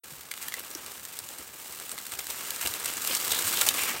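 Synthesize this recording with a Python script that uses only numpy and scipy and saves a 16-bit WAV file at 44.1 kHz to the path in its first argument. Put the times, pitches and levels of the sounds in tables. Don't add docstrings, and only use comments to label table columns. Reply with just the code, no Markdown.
import sys
import numpy as np
from scipy import signal
from scipy.fft import rfft, irfft, next_fast_len
from scipy.io import wavfile
from scipy.ndimage import uniform_filter1d, map_coordinates

SR = 44100
rng = np.random.default_rng(int(sys.argv[2]) if len(sys.argv) > 2 else 0)


def bounce(signal):
    frames = np.transpose(np.atleast_2d(signal))
    limited = np.clip(frames, -1, 1)
    pcm = np.round(limited * 32767).astype(np.int16)
    wavfile.write(sys.argv[1], SR, pcm)


N = 176400

# pitch_hz, level_db
GRIT_AT_MIC = [(880, -39), (1500, -12), (2060, -10), (2710, -1.5), (2990, -3), (3820, -3.5), (5450, -5),
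               (8490, 2), (10200, -5.5), (13900, -1), (15200, -2.5), (15800, -4)]
# pitch_hz, level_db
SNAP_AT_MIC = [(40, -38), (300, -33.5), (1200, -14), (2500, 3), (3700, 5.5), (5000, 2), (6500, 3),
               (8400, 8.5), (10000, 0), (12000, 3.5), (15500, 0.5)]
# pitch_hz, level_db
LEAF_TONE = [(40, -42), (200, -25), (700, -2.5), (1300, -1), (1900, 0.5), (2800, 7), (3600, -0.5),
             (5000, -17.5), (12000, -47)]


def amp(db):
    return 10 ** (np.asarray(db) / 20)


def unit(x):
    return x / np.sqrt(np.mean(x ** 2) + 1e-20)


def since(start_s):
    return np.maximum(np.arange(N) / SR - start_s, 0)


def swell(start_s, swell_s):
    age = np.minimum(since(start_s) / swell_s, 20)
    return (age * np.exp(1 - age)) ** 2


def wobble(per_s):
    values = rng.standard_normal(int(N * per_s / SR) + 4)
    return map_coordinates(values, [np.arange(N) * per_s / SR])


def coloured(x, tone):
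    size = 2 * next_fast_len(N // 2 + 8192)
    pitch_hz, level_db = np.transpose(tone)
    log_pitch = np.log(np.fft.rfftfreq(size, 1 / SR) + 1)
    gain = unit(amp(np.interp(log_pitch, np.log(pitch_hz), level_db)))
    cepstrum = irfft(np.log(gain + 1e-6), size)
    cepstrum[1:size // 2] *= 2
    cepstrum[size // 2 + 1:] = 0
    return irfft(rfft(x, size) * np.exp(rfft(cepstrum)), size)[:N]


def add_tails(x, decay_s):
    return signal.lfilter([1], [1, -np.exp(-1 / (SR * decay_s))], x)


def grains(per_s, spread_db, range_db):
    hits = rng.random(N) < per_s / SR
    strength = hits * amp(np.minimum(spread_db * rng.exponential(size=N), range_db))
    clicks = unit(strength * np.sign(rng.standard_normal(N)))
    blur = unit(np.sqrt(add_tails(strength ** 2, decay_s=0.0021)) * rng.standard_normal(N))
    return unit(clicks + amp(-4) * blur)


def woodland_air():
    # pitch_hz, level_db
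    air_tone = [(25, -38), (38, -50), (52, -27), (70, 4.5), (110, -1), (200, 0.5), (400, -1), (1200, -3),
                (4000, -24), (15000, -6.5)]
    return amp(-53) * coloured(rng.standard_normal(N), air_tone)


def bank_echo(x, fade_s=0.14):
    t = np.arange(SR // 4) / SR
    tail = rng.standard_normal(len(t)) * np.exp(-np.log(1000) * t / fade_s)
    return signal.fftconvolve(x, tail / np.linalg.norm(tail))[:N]


def ground_thumps(typical_hz=82):
    # start_s, level_db
    bumps = [(0.167, -50), (0.961, -53), (1.208, -53), (2.152, -50), (2.273, -53), (2.642, -44),
             (2.683, -45), (2.83, -52), (2.95, -47), (3.276, -48), (3.44, -40.5), (3.621, -46),
             (3.718, -45), (3.953, -39.5)]
    # pitch_hz, level_db
    rumble_tone = [(35, -53), (60, -16), (85, 3), (125, -6), (200, -12), (600, -36)]
    pitches_hz = typical_hz * np.exp(0.11 * rng.standard_normal(len(bumps)))
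    rumble = amp(-11) * coloured(rng.standard_normal(N), rumble_tone)
    sound = np.zeros(N)
    for (start_s, level_db), pitch_hz in zip(bumps, pitches_hz):
        note = amp(-5.5) * np.sin(2 * np.pi * pitch_hz * since(start_s))
        sound += amp(level_db) * swell(start_s, swell_s=0.015) * (note + rumble)
    return sound


def hollow_knocks():
    # start_s, pitch_hz, level_db, swell_s
    knocks = [(.115, 158, -46, 0.011), (0.753, 312, -37.5, 0.0045), (3.891, 231, -41, 0.014)]
    rattle = 0.5 * wobble(per_s=150)
    sound = np.zeros(N)
    for start_s, pitch_hz, level_db, swell_s in knocks:
        note = np.sin(2 * np.pi * pitch_hz * since(start_s) + rattle)
        sound += amp(level_db) * swell(start_s, swell_s) * note
    return sound


def paw_drags(width_hz=1080):
    # start_s, length_s, from_hz, to_hz, level_db
    strokes = [(0.39, .10, 1685, 1345, -45.5), (2.867, 0.051, 2920, 2710, -39),
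               (3.064, 0.096, 2900, 2665, -36), (3.097, 0.084, 4580, 4470, -36.5),
               (3.298, 0.082, 3634, 3440, -33), (3.441, 0.065, 1497, 1358, -40),
               (3.536, 0.1, 3700, 3090, -33.5), (3.765, .09, 3062, 2262, -33.5),
               (3.862, .065, 2200, 1903, -32), (3.925, 0.072, 2620, 2420, -40)]
    chatter = grains(per_s=790, spread_db=3, range_db=9) * np.exp(2j * np.pi * rng.random(N))
    low_pass = signal.butter(2, width_hz / 2, fs=SR)
    slow_chatter = unit(signal.lfilter(*low_pass, [chatter.real, chatter.imag]))
    sound = np.zeros(N)
    for start_s, length_s, from_hz, to_hz, level_db in strokes:
        progress = np.minimum(since(start_s) / length_s, 1)
        phase = 2 * np.pi * np.cumsum(from_hz + (to_hz - from_hz) * progress) / SR
        stones = slow_chatter[0] * np.cos(phase) + slow_chatter[1] * np.sin(phase)
        arch = np.sqrt(abs(np.sin(np.pi * progress)))
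        sound += amp(level_db - 1.5) * arch * stones
    return sound


def paw_steps():
    # start_s, pad_db, scuff_db, scrape_db
    steps = [(0.409, -63, -27.5, -34.5), (0.449, -66, -32, -39), (0.561, -41, -48, -35.5),
             (0.689, -47, -30.5, -45), (0.779, -43, -50, -42), (0.869, -65, -43, -45),
             (1.293, -40.5, -33, -43), (1.388, -39, -38, -44), (1.529, -46, -48, -55),
             (1.686, -41, -50, -56), (1.789, -43, -46, -60), (1.918, -36, -49, -60),
             (2.121, -39.5, -28, -33.5), (2.178, -38.5, -50, -53), (2.286, -38, -28, -32),
             (2.379, -37.5, -32, -34.5), (2.614, -47, -26, -29.5), (2.642, -29.5, -34, -36),
             (2.738, -39, -29, -34), (2.87, -37.5, -21.5, -36), (3.091, -31, -27, -37),
             (3.129, -52, -21, -42), (3.312, -29.5, -28, -31.5), (3.555, -42, -22, -36),
             (3.598, -46, -22, -25.5), (3.667, -30.5, -33, -30), (3.779, -39, -29, -26.5),
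             (3.816, -34, -38, -30), (3.871, -43, -26, -27), (3.936, -30, -32, -45)]
    # pitch_hz, level_db
    pad_tone = [(30, -34), (60, 9), (130, -10), (240, -3), (400, 2.5), (550, 1.5), (800, -2), (1500, -11),
                (5000, -48)]
    pad, scuff, scrape = np.zeros((3, N))
    for start_s, pad_db, scuff_db, scrape_db in steps:
        pad += amp(pad_db - 9.5) * swell(start_s, swell_s=0.013)
        slide = swell(start_s, swell_s=0.016)
        scuff += amp(scuff_db - 10) * slide
        scrape += amp(scrape_db - 8) * slide
    grit = grains(per_s=1100, spread_db=4, range_db=13)
    thuds = pad * coloured(rng.standard_normal(N), pad_tone)
    return thuds + coloured(scuff * grit, GRIT_AT_MIC) + coloured(scrape * grit, LEAF_TONE)


def leaf_crushes():
    # start_s, bright_db, hollow_db, swell_s
    clumps = [(0.566, -28, -24, 0.0027), (0.586, -25, -33, 0.0051), (0.711, -29, -32, .004),
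              (2.1874, -12.5, -10, 0.0038), (2.298, -13, -12.5, 0.0036), (2.61, -13, -8.5, 0.0038),
              (2.649, -22, -4, 0.0061), (2.67, -9, -10.5, .0035), (2.854, -11.5, -9, .0043),
              (3.164, -11, -16, 0.0045), (3.306, -13, -24, 0.0069), (3.343, -15, -12, 0.0058),
              (3.482, -16.5, -26, 0.0081), (3.610, -4, -12.5, 0.004), (3.66, -7.5, -10, 0.0084),
              (3.78, -20, -3, 0.0025)]
    bright, hollow = np.zeros((2, N))
    for start_s, bright_db, hollow_db, swell_s in clumps:
        collapse = amp(bright_db - 12.5) * swell(start_s, swell_s)
        bright += collapse
        hollow += amp(hollow_db + 4.5) * collapse
    breaks = grains(per_s=5000, spread_db=3.5, range_db=15)
    return coloured(bright * breaks, SNAP_AT_MIC) + coloured(hollow * breaks, LEAF_TONE)


def snap_burst(decay_s, ring_hz, ring_db, lead_samples):
    rise_s, scatter_s = 0.0011, 0.012
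    ring_width_octaves, ring_cycles = 0.18, 7
    t = np.arange(2048) / SR
    after_peak = np.maximum(t - rise_s, 0)
    fall = np.exp(-after_peak / decay_s) + amp(-22) * np.exp(-after_peak / scatter_s)
    shape = np.minimum(t / rise_s, 1) ** 2 * fall
    spectrum = rfft(np.roll(shape * rng.standard_normal(len(t)), lead_samples))
    spectrum /= np.sqrt(uniform_filter1d(abs(spectrum) ** 2, size=50))
    ripple_db = 2 * map_coordinates(rng.standard_normal(40), [np.linspace(0, 39, len(spectrum))])
    octaves_away = np.log2((np.fft.rfftfreq(len(t), 1 / SR) + 1) / ring_hz)
    boost_db = ring_db * np.exp(-(octaves_away / ring_width_octaves) ** 2)
    burst = unit(irfft(spectrum * amp(ripple_db + boost_db))) * np.sqrt(np.mean(shape ** 2))
    ring_fade = np.exp(-ring_hz * after_peak / ring_cycles)
    ring = amp(ring_db - 20) * np.sin(2 * np.pi * ring_hz * t) * ring_fade
    return burst + np.roll(ring, lead_samples + round(rise_s * SR))


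def stone_and_twig_snaps():
    # start_s, bright_db, hollow_db, decay_s, ring_hz, ring_db
    snaps = [(0.313, -16, -17, 0.0026, 2200, 10), (0.338, -21, -18.5, 0.0011, 2730, 1),
             (0.3756, -22, -21.5, 0.0014, 1950, 0), (0.4822, -15.5, -18, 0.0015, 12000, 13),
             (0.483, -22, -20, 0.0017, 1760, 7), (0.521, -24, -20.5, 0.0011, 2160, 10),
             (0.5394, -10, -18, .0013, 2000, 19), (0.5942, -19.5, -26, .001, 11660, 18),
             (0.7497, -15.5, -31, 0.0012, 5600, 15), (0.8617, -21, -23, 0.0011, 7800, 4),
             (1.051, -18, -21, 0.0012, 8400, 2), (1.1889, -13.5, -26, 0.00087, 8600, 5),
             (1.2882, -18.5, -21, 0.00061, 7240, 6), (1.3835, -22.5, -33, .0023, 8800, 5),
             (1.724, -21, -33, 0.00073, 8030, 5), (1.7989, -18.5, -20, .0008, 8600, 9),
             (1.822, -25, -27, .001, 3540, 4), (1.893, -18.5, -20, 0.00053, 7980, 6),
             (1.915, -17.5, -19, 0.0023, 9000, 9), (1.9782, -18.5, -17, .0009, 2050, 9),
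             (1.986, -17.5, -29, .001, 4100, 6.5), (2.054, -22, -23, .001, 8200, 1),
             (2.066, -18.5, -26, .0014, 8000, 3), (2.1189, -19.5, -19, 0.0023, 8900, 7),
             (2.136, -19, -21.5, 0.0012, 2800, 7), (2.204, -26, -20, .0012, 11800, 9),
             (2.2421, -21, -25, .001, 14000, 7), (2.268, -17, -18.5, 0.00092, 7830, 2),
             (2.5051, -10.5, -46, 0.0013, 6430, 2), (2.5608, -15.5, -20.5, .0011, 8210, -1),
             (2.661, -11, -10, .0009, 2600, 6), (2.7379, -12.5, -25, .0012, 8200, -6),
             (2.7983, -20, -22, 0.001, 7730, 6), (2.845, -15, -20, 0.0012, 7800, 7),
             (2.9357, -17, -16.5, .0013, 8860, 3), (2.969, -17.5, -23, 0.0014, 6940, 9),
             (3.018, -16, -23, .001, 8040, 5), (3.047, -14, -28, 0.0013, 12000, 5),
             (3.0725, -10.5, -19, 0.0038, 11500, 4), (3.1076, -22, -17, .0016, 2350, 4),
             (3.1492, -8, -20, 0.0022, 5660, 7), (3.248, -12, -14, 0.00099, 8300, 3),
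             (3.278, -11, -27, 0.0013, 7520, 2), (3.3175, -5.5, -17, 0.0012, 3600, 4),
             (3.321, -7.5, -29, 0.00092, 7800, 0), (3.3876, -12, -15, 0.0038, 4000, 4),
             (3.469, -15, -14, .0012, 8600, 14), (3.572, -10, -24, .001, 7800, 4),
             (3.6169, -10, -5, 0.0012, 1380, 7), (3.6875, 0, -24, 0.0013, 6650, 6.5),
             (3.689, -8, -24, 0.0011, 3700, 14), (3.741, -12, -15, .0012, 2470, 15)]
    # pitch_hz, level_db
    hollow_tone = [(40, -42), (200, -20), (700, -19), (1300, -3), (2000, -1), (2600, -3.5), (3400, 3),
                   (5000, -25), (12000, -51)]
    lead_samples = 64
    bright, hollow = np.zeros((2, N + SR))
    for start_s, bright_db, hollow_db, decay_s, ring_hz, ring_db in snaps:
        burst = snap_burst(decay_s, ring_hz, ring_db, lead_samples)
        first = round(start_s * SR) - lead_samples
        bright[first:first + len(burst)] += amp(bright_db - 9) * burst
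        hollow[first:first + len(burst)] += amp(hollow_db - 11.5) * burst
    return coloured(bright[:N], SNAP_AT_MIC) + coloured(hollow[:N], hollow_tone)


def tyres():
    # time_s, crackle_db, grind_db
    approach = [(0.05, -48.5, -54.5), (0.14, -47, -53), (0.28, -49.5, -54), (0.42, -43, -53),
                (0.56, -46, -49.5), (0.68, -47, -49), (1.0, -45, -51.5), (1.55, -47.5, -52.5),
                (1.65, -43.5, -51), (2.16, -44, -49), (2.225, -44.5, -51.5), (2.32, -38.5, -47),
                (2.58, -38, -44), (2.68, -36, -43.5), (2.81, -39, -43), (2.89, -37, -41), (3.0, -34.5, -43),
                (3.13, -32, -38), (3.19, -32.5, -41), (3.35, -30.5, -37), (3.425, -32.5, -41.5),
                (3.485, -29, -39.5), (3.58, -29, -35.5), (3.68, -30.5, -39), (3.715, -35.5, -39.5),
                (3.8, -28.5, -37), (3.91, -31, -38.5), (3.95, -40.5, -38.5), (4.0, -37.5, -43.5)]
    # pitch_hz, level_db
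    grind_tone = [(30, -64), (60, -27), (130, -7), (250, -5), (430, -1), (600, -4), (780, -2), (1000, -1.5),
                  (1350, 2), (2000, 0), (2900, -7.5), (4000, -9), (6000, -7.5), (12000, -54)]
    time_s, crackle_points, grind_points = np.transpose(approach)
    crackle_db = np.interp(since(0), time_s, crackle_points)
    grind_db = np.interp(since(0), time_s, grind_points) + 0.5
    clump_db = 0.5 * wobble(per_s=50) + 1.9 * wobble(per_s=260)
    crackle = coloured(grains(per_s=3500, spread_db=3.5, range_db=12), GRIT_AT_MIC)
    grind = coloured(grains(per_s=2200, spread_db=3.5, range_db=13), grind_tone)
    rolling = amp(clump_db) * (amp(crackle_db) * crackle + amp(grind_db) * grind)
    tick_shapes = add_tails(abs(grains(per_s=84, spread_db=4, range_db=8)), decay_s=0.0006)
    ticks = coloured(unit(tick_shapes * rng.standard_normal(N)), GRIT_AT_MIC)
    tick_db = crackle_db.mean() - 7.5 + 0.4 * (crackle_db - crackle_db.mean())
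    return rolling + amp(tick_db) * ticks


def scene():
    team = tyres() + stone_and_twig_snaps() + leaf_crushes()
    team += paw_steps() + paw_drags() + ground_thumps() + hollow_knocks()
    return (woodland_air() + team + amp(-12.5) * bank_echo(team))[None]


def record(dry):
    low_cut_hz, top_hz = 52, 15900
    silence_s, fade_in_s = 0.034, 0.004
    thinned = signal.sosfilt(signal.butter(4, low_cut_hz, 'high', fs=SR, output='sos'), dry)
    fade_in = np.minimum(since(silence_s) / fade_in_s, 1)
    size = next_fast_len(N + SR // 2)
    below_top = np.fft.rfftfreq(size, 1 / SR) < top_hz
    return irfft(rfft(thinned * fade_in, size) * below_top, size)[..., :N]


dry = scene()
out = record(dry)
bounce(out)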